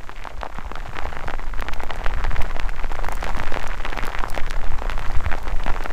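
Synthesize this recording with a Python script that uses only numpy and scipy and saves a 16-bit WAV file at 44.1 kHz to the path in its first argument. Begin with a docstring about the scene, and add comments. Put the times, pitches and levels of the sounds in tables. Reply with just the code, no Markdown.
"""Heavy rain on a rain jacket

We listen from the chest of an angler in a rain jacket, on the grassy bank of a pond.
Fat and small drops pop on the taut cloth: a short push bends a damped fold and sets off ripples.
A few drops tick on the hard microphone case, and others spatter on grass stalks, as short ringing hits.
Far rain is a hiss of coloured noise; wind is low noise that swells and fades, with dull rounded thumps."""
import sys
import numpy as np
from scipy import signal
from scipy.fft import rfft, irfft
from scipy.io import wavfile
from scipy.ndimage import uniform_filter1d

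SR = 44100
rng = np.random.default_rng(int(sys.argv[2]) if len(sys.argv) > 2 else 0)


def output_pcm(signal):
    """Save a mono or channel-first signal as 16-bit PCM at the path in sys.argv[1].

    Samples are clipped to [-1, 1] before scaling.
    """
    pcm = np.clip(np.atleast_2d(signal).T, -1, 1) * 32767
    wavfile.write(sys.argv[1], SR, np.round(pcm).astype(np.int16))


N = 261072
GRAIN = 1024  # samples that one drop lasts


def from_db(db):
    """Turn decibels into a factor to multiply the sound by."""
    return 10 ** (np.asarray(db) / 20)


def rms_one(x):
    """Scale every row to an average strength (rms) of 1."""
    return x / np.sqrt(np.mean(x ** 2, axis=-1, keepdims=True) + 1e-20)


def in_time(rows):
    """Draw straight lines between the rows of a table, giving each column a value at every sample."""
    times, *columns = np.transpose(rows)
    return [np.interp(np.arange(N) / SR, times, column) for column in columns]


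def noise(spectrum):
    """Steady noise of a given colour, rms 1, silent outside the frequencies in the table."""
    hz, db = np.transpose(spectrum)
    f = np.maximum(np.fft.rfftfreq(N, 1 / SR), 1e-3)
    gain = from_db(np.interp(np.log(f), np.log(hz), db, left=-np.inf, right=-np.inf))
    white = rfft(rng.standard_normal(N))
    return rms_one(irfft(white * gain, N))


def response(hz, q):
    """Low-pass and band-pass response of a damped mass on a spring; a higher q rings longer."""
    s = 1j * np.fft.rfftfreq(GRAIN, 1 / SR) / hz
    low = 1 / (1 + s / q + s * s)
    band = low * s / q
    return low, band


def splatter(count, decay_s):
    """Spectra of short bursts of noise that die away, each of unit energy."""
    fade = np.exp(-np.arange(GRAIN) / SR / decay_s)
    bursts = rng.standard_normal((count, GRAIN)) * fade
    return rfft(rms_one(bursts)) / np.sqrt(GRAIN)


def place(times, grains):
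    """Add every grain to the timeline at its own time."""
    at = np.round(times * SR).astype(int) + np.arange(GRAIN)
    return np.bincount(at.ravel(), grains.ravel(), N)[:N]


def cloth_pops(fold_hz, contact_hz, fold_q, ripple, flap, ripple_s=0.0012, ripple_hz=2300,
               flap_hz=290, spray=0.0033):
    """One pop per drop: a brief push bends a heavily damped fold, then ripples run through the cloth."""
    count = len(fold_hz)
    # each spot of cloth differs
    tension, looseness, panel_size = rng.standard_normal((count, 3)).T[:, :, None]
    push = response(contact_hz, np.sqrt(.5))[0]  # a softer contact is duller

    ripples = splatter(count, ripple_s) * response(ripple_hz, 0.73)[0]
    ripples = ripples * np.sqrt(SR / 4 / ripple_hz)  # make up for the treble filtered out
    ripple_amount = ripple * from_db(8.8 * looseness)
    fold = response(fold_hz, fold_q * from_db(0.4 * tension))[1]
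    fold = fold * (1 + ripple_amount * ripples)

    # the whole panel swings low
    panel = flap * response(flap_hz * 2 ** (0.54 * panel_size), 1.36)[1]
    # the bursting drop adds a trace of treble
    droplets = spray * splatter(count, 0.0048)

    # bending waves travel faster the higher they are, so the lows arrive a little late
    s = 1j * np.fft.rfftfreq(GRAIN, 1 / SR) / contact_hz
    late_lows = (1 - s) / (1 + s)
    return rms_one(irfft(push * (fold + panel) * late_lows + droplets))


# The fattest drops on the jacket, levels averaged over one grain, before the colour of the case:
# (time [s], level [dB], pitch of the struck fold [Hz], sharpness of the contact [Hz])
FAT_DROPS = [(0.094, -34, 1080, 1870), (0.241, -41, 2180, 5560), (0.2519, -34.5, 870, 1530),
             (0.2725, -31.5, 920, 2440), (0.414, -40.5, 3040, 3200), (0.432, -27.5, 960, 1500),
             (0.4499, -37, 950, 1200), (0.4592, -33, 754, 1600), (0.4692, -38.5, 784, 1780),
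             (0.585, -32.5, 1060, 1610), (0.716, -31.5, 780, 2100), (0.755, -33, 1400, 3300),
             (0.9678, -34, 1670, 1590), (0.9883, -28.5, 1300, 2740), (1.0543, -30.5, 700, 1810),
             (1.1276, -35, 705, 2840), (1.1677, -32, 1700, 2050), (1.2824, -28, 800, 1330),
             (1.2977, -31, 920, 2680), (1.3079, -36, 2100, 2110), (1.3381, -30, 1140, 1230),
             (1.3944, -35.5, 740, 2600), (1.5374, -34.5, 1360, 2100), (1.5949, -33.5, 1010, 2400),
             (1.6234, -29, 1160, 2160), (1.685, -30, 1800, 2430), (1.691, -31.5, 1080, 2910),
             (1.7354, -35.5, 2620, 2600), (1.8037, -32, 940, 1830), (1.835, -30.5, 700, 2580),
             (1.9067, -27.5, 1210, 3530), (2.0456, -35.5, 1390, 4200), (2.0629, -24.5, 1240, 1360),
             (2.0696, -39.5, 1800, 6000), (2.1382, -33.5, 1330, 2440), (2.2414, -29.5, 940, 4170),
             (2.2499, -30.5, 1060, 2920), (2.314, -32.5, 1190, 1770), (2.3639, -31, 1920, 1830),
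             (2.4054, -33.5, 790, 1610), (2.417, -33.5, 2010, 3060), (2.5118, -35.5, 1030, 2410),
             (2.5648, -31.5, 790, 2720), (2.598, -29, 1510, 3480), (2.6921, -33, 1630, 2490),
             (2.795, -35, 1410, 2600), (2.8435, -32, 1040, 2360), (2.9167, -34.5, 730, 2900),
             (2.954, -34.5, 785, 3500), (2.9903, -32, 770, 1190), (3.0448, -32, 950, 3100),
             (3.0862, -27, 756, 3800), (3.126, -32, 726, 1800), (3.2295, -31, 890, 3800),
             (3.2422, -31.5, 990, 9000), (3.266, -32, 597, 2400), (3.2925, -31.5, 980, 8000),
             (3.3621, -35, 990, 2400), (3.3815, -33.5, 1010, 2400), (3.399, -27.5, 1560, 1700),
             (3.4363, -33, 950, 3500), (3.4707, -36, 1080, 2100), (3.5219, -30.5, 905, 7100),
             (3.5427, -28.5, 1580, 1800), (3.5609, -30.5, 684, 2030), (3.572, -27, 647, 3100),
             (3.596, -37.5, 2100, 7200), (3.6411, -32.5, 730, 3500), (3.662, -37, 1460, 2900),
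             (3.8505, -30, 2080, 1970), (3.8548, -32.5, 1070, 2600), (3.8637, -33.5, 1310, 2600),
             (3.9278, -33.5, 483, 2900), (3.9304, -32.5, 1900, 1800), (3.9744, -31.5, 810, 2880),
             (3.9877, -27.5, 1160, 2860), (4.036, -32.5, 1360, 3500), (4.0785, -30, 1380, 1500),
             (4.1493, -28.5, 1700, 1600), (4.189, -32, 2200, 2100), (4.203, -33, 1390, 2000),
             (4.2377, -24.5, 880, 3100), (4.271, -35.5, 784, 2400), (4.3468, -34, 2540, 2400),
             (4.377, -25.5, 754, 3000), (4.5092, -31, 1410, 8450), (4.7189, -37, 750, 5600),
             (4.8205, -30, 710, 1800), (4.8549, -34, 660, 1700), (4.8969, -28.5, 1210, 2900),
             (4.9187, -34, 1010, 5100), (4.9785, -32.5, 990, 2000), (4.994, -34, 900, 3820),
             (5.062, -34.5, 840, 2100), (5.2059, -34, 1140, 1290), (5.2627, -30, 1660, 1500),
             (5.3158, -31.5, 1720, 1700), (5.3274, -27.5, 770, 2000), (5.339, -30.5, 1160, 1830),
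             (5.3509, -33.5, 540, 3500), (5.4716, -34.5, 680, 1780), (5.4798, -36.5, 1010, 5100),
             (5.6634, -30, 736, 2580), (5.68, -27.5, 800, 2580), (5.6936, -34, 950, 2580),
             (5.7014, -30, 900, 1590), (5.763, -31.5, 1250, 2620), (5.8068, -33, 910, 1970),
             (5.8592, -28, 1070, 1680)]


def fat_drops():
    """The loudest single pops, each bending its own fold of cloth at a listed time."""
    times, db, fold_hz, contact_hz = np.array(FAT_DROPS, float).T[:, :, None]
    pops = cloth_pops(fold_hz, contact_hz, fold_q=1.1, ripple=0.38, flap=0.28)
    return place(times, from_db(db) * pops)


def small_drops(patter_db, count=1700, top_db=2.0, range_db=17.0, fold_hz=1130, contact_hz=2600):
    """Smaller drops pop at random all over the jacket, the faint ones most often."""
    times = rng.uniform(0, (N - 1) / SR, (count, 1))
    fainter_db = range_db * rng.random((count, 1)) ** 0.69
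    db = patter_db[(times * SR).astype(int)] + top_db - fainter_db
    # spread the pitches in octaves
    folds = fold_hz * 2 ** rng.normal(0, 0.5, (count, 1))
    contacts = contact_hz * 2 ** rng.normal(0, 0.44, (count, 1))
    pops = cloth_pops(folds, contacts, fold_q=2.02, ripple=0.42, flap=0.24)
    return place(times, from_db(db) * pops)


# The sharpest drops on the microphone case, peak levels relative to one another:
# (time [s], level [dB])
CASE_TICKS = [(1.607, -24.5), (1.7384, -25), (1.8357, -25), (2.422, -21.5), (2.694, -30), (2.922, -27),
              (3.0476, -27), (3.086, -24), (3.123, -23.5), (3.153, -24.5), (3.3685, -29.5), (3.389, -24),
              (3.429, -29), (3.631, -23), (3.9755, -26), (4.0532, -19.5), (4.0683, -22.5), (4.2865, -33),
              (4.301, -20.5), (4.356, -30), (4.376, -27), (4.92, -29), (4.9936, -32), (5.43, -31),
              (5.6644, -31), (5.8388, -27)]


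def case_ticks(gain_db=4.5, case_hz=2400, case_q=0.87, splash=1.0, splash_s=0.00037, crack=0.042):
    """Hard plastic gives a very short, bright tick with a little splash."""
    times, db = np.array(CASE_TICKS, float).T[:, :, None]
    hit = 1 + splash * splatter(len(times), splash_s)
    body = response(case_hz, case_q)[1]
    bright_edge = crack * response(10000, 3.6)[1]
    ticks = irfft(hit * (body + bright_edge))
    ticks = ticks / np.abs(ticks).max(axis=1, keepdims=True)
    return place(times, from_db(db + gain_db) * ticks)


# How the hollow case colours all near drops, one row per resonance:
# (centre [Hz], width [Hz], lift or cut [dB])
CASE_RESONANCES = [(252, 60, 2), (810, 250, 2), (1400, 1470, -2), (1980, 500, 1.5), (3450, 3500, -1)]


def case_colour(x):
    """Each resonance of the hollow case lifts or lowers its own band."""
    for hz, width_hz, db in CASE_RESONANCES:
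        b, a = signal.iirpeak(hz, hz / width_hz, fs=SR)
        x = x + (from_db(db) - 1) * signal.lfilter(b, a, x)
    return x


def grass_ticks(patter_db, count=500, top_db=-4.5, range_db=39.5, blade_hz=3900, blade_q=2.6, wet=0.88):
    """Drops on the stalks underfoot give a thin, crisp spatter: high, damped rings with a wet burst."""
    times = rng.uniform(0, (N - 1) / SR, (count, 1))
    fainter_db = range_db * rng.random((count, 1)) ** .5
    db = patter_db[(times * SR).astype(int)] + top_db - fainter_db
    blades = blade_hz * 2 ** rng.normal(0, 0.4, (count, 1))
    ring = response(blades, blade_q)[1]
    softened = ring * response(9900, np.sqrt(.5))[0]
    ticks = softened * (1 + wet * splatter(count, 0.0015))
    return place(times, from_db(db) * rms_one(irfft(ticks)))


# Colour of the far rain, only the shape matters:
# (frequency [Hz], relative level [dB per Hz])
POND_COLOUR = [(100, 17.5), (200, 4), (400, 7.5), (800, 2.5), (1800, -3), (3000, -8.5), (5000, -12.5),
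               (7300, -12), (9500, -21), (14500, -21), (16000, -29)]


def pond(hiss_db, gain_db=10.5):
    """Countless far drops on water and grass merge into a smooth wash of noise."""
    return from_db(hiss_db + gain_db) * noise(POND_COLOUR)


def eddies(spectrum, steady_s):
    """Turbulent pressure whose strength is evened out over steady_s, so that the gusts set its level."""
    x = noise(spectrum)
    power = uniform_filter1d(x * x, max(int(steady_s * SR), 1))
    return x / np.sqrt(power + 0.13)  # 0.13 keeps quiet moments from being raised too far


# Strength of the wind on the microphone, before the gains in wind():
# (time [s], slow sway level [dB], buffeting level [dB])
WIND_LEVELS = [(0.0, -32, -50), (0.55, -31, -52), (1.04, -24.5, -36), (1.25, -26, -43), (1.65, -20, -37.5),
               (1.95, -22.5, -38.5), (2.39, -15.5, -32.5), (2.56, -20, -39.5), (3.15, -21.5, -37),
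               (3.5, -17.5, -35), (3.92, -24.5, -43), (4.24, -21.5, -38), (4.71, -16, -35.5),
               (4.9, -23, -36.5), (5.17, -16.5, -35), (5.42, -22, -37.5), (5.6, -16.5, -35.5),
               (5.92, -24.5, -50)]
# Colour of the slow sway, only the shape matters: (frequency [Hz], relative level [dB per Hz])
SWAY_COLOUR = [(2, 1.5), (5, 5.5), (10, 3), (18, -2.5), (30, -13.5), (42, -14), (70, -39)]
# Colour of the buffeting, only the shape matters: (frequency [Hz], relative level [dB per Hz])
BUFFET_COLOUR = [(25, -2), (45, -7.5), (65, -3), (95, -7.5), (140, -16), (220, -19.5), (450, -41.5)]


def wind(sway_gain_db=5.5, buffet_gain_db=-1.0):
    """Large eddies sway the pressure slowly; small ones buffet the microphone port in gusts."""
    sway_db, buffet_db = in_time(WIND_LEVELS)
    sway = from_db(sway_db + sway_gain_db) * eddies(SWAY_COLOUR, 0.23)
    buffeting = from_db(buffet_db + buffet_gain_db) * eddies(BUFFET_COLOUR, 0.061)
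    return sway + buffeting


# Dull bumps as gusts and cloth knock the microphone:
# (time [s], peak level [dB], pitch [Hz])
BUMPS = [(0.381, -23.5, 43.5), (0.585, -24, 209), (0.65, -24, 54), (0.887, -27.5, 111), (1.07, -27, 60),
         (1.259, -26, 102), (1.626, -31.5, 207), (2.163, -21.5, 63.7), (2.277, -19.5, 62),
         (2.332, -19.5, 80), (2.388, -18, 71.4), (3.063, -23, 61), (3.375, -24.5, 229), (3.408, -23, 95),
         (4.036, -24.5, 247), (4.727, -23.5, 69), (5.161, -14.5, 61.6), (5.259, -13.5, 68.4),
         (5.527, -18.5, 48), (5.663, -22.5, 268), (5.696, -20.5, 55)]


def thumps(q=1.46, top_ratio=1.32):
    """Each bump is a soft, rounded push on the case that swings and quickly dies away."""
    out = np.zeros(N)
    size = SR // 8  # samples that one bump lasts
    for time, db, hz in BUMPS:
        rounding = signal.butter(3, top_ratio * hz, fs=SR, output="sos")
        push = signal.sosfilt(rounding, signal.unit_impulse(size))
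        b, a = signal.iirpeak(hz, q, fs=SR)
        bump = signal.lfilter(b, a, push)
        bump = from_db(db) * bump / np.abs(bump).max()
        at = int(time * SR)
        out[at:at + size] += bump[:N - at]
    return out


# Strength of the shower, before each layer adds its own gain; the patter also guides the grass:
# (time [s], near patter level [dB], far hiss level [dB])
SHOWER_LEVELS = [(0.0, -46, -58), (0.5, -44.5, -59.5), (0.95, -38.5, -56), (1.2, -39, -56),
                 (1.53, -43.5, -57.5), (2.04, -36.5, -56.5), (2.44, -39.5, -55), (2.69, -40, -56.5),
                 (3.4, -36, -52.5), (3.75, -37, -55), (4.25, -37.5, -54), (4.65, -39, -56),
                 (5.13, -38.5, -53.5), (5.5, -39.5, -54.5), (5.92, -37.5, -52.5)]


def scene():
    """Add near drops, grass, far rain and wind together at one microphone."""
    patter_db, hiss_db = in_time(SHOWER_LEVELS)
    near = case_colour(fat_drops() + small_drops(patter_db) + case_ticks())
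    around = grass_ticks(patter_db) + pond(hiss_db)
    return (near + around + wind() + thumps())[None]


def record(dry, cutoff_hz=15500):
    """Cut the highest treble steeply, with a filter that has had a short lead-in to settle."""
    top_cut = signal.ellip(10, .1, 90, cutoff_hz, fs=SR, output="sos")
    with_lead_in = np.pad(dry, ((0, 0), (GRAIN, 0)), mode="edge")
    return signal.sosfilt(top_cut, with_lead_in)[:, GRAIN:]


dry = scene()
out = record(dry)
output_pcm(out)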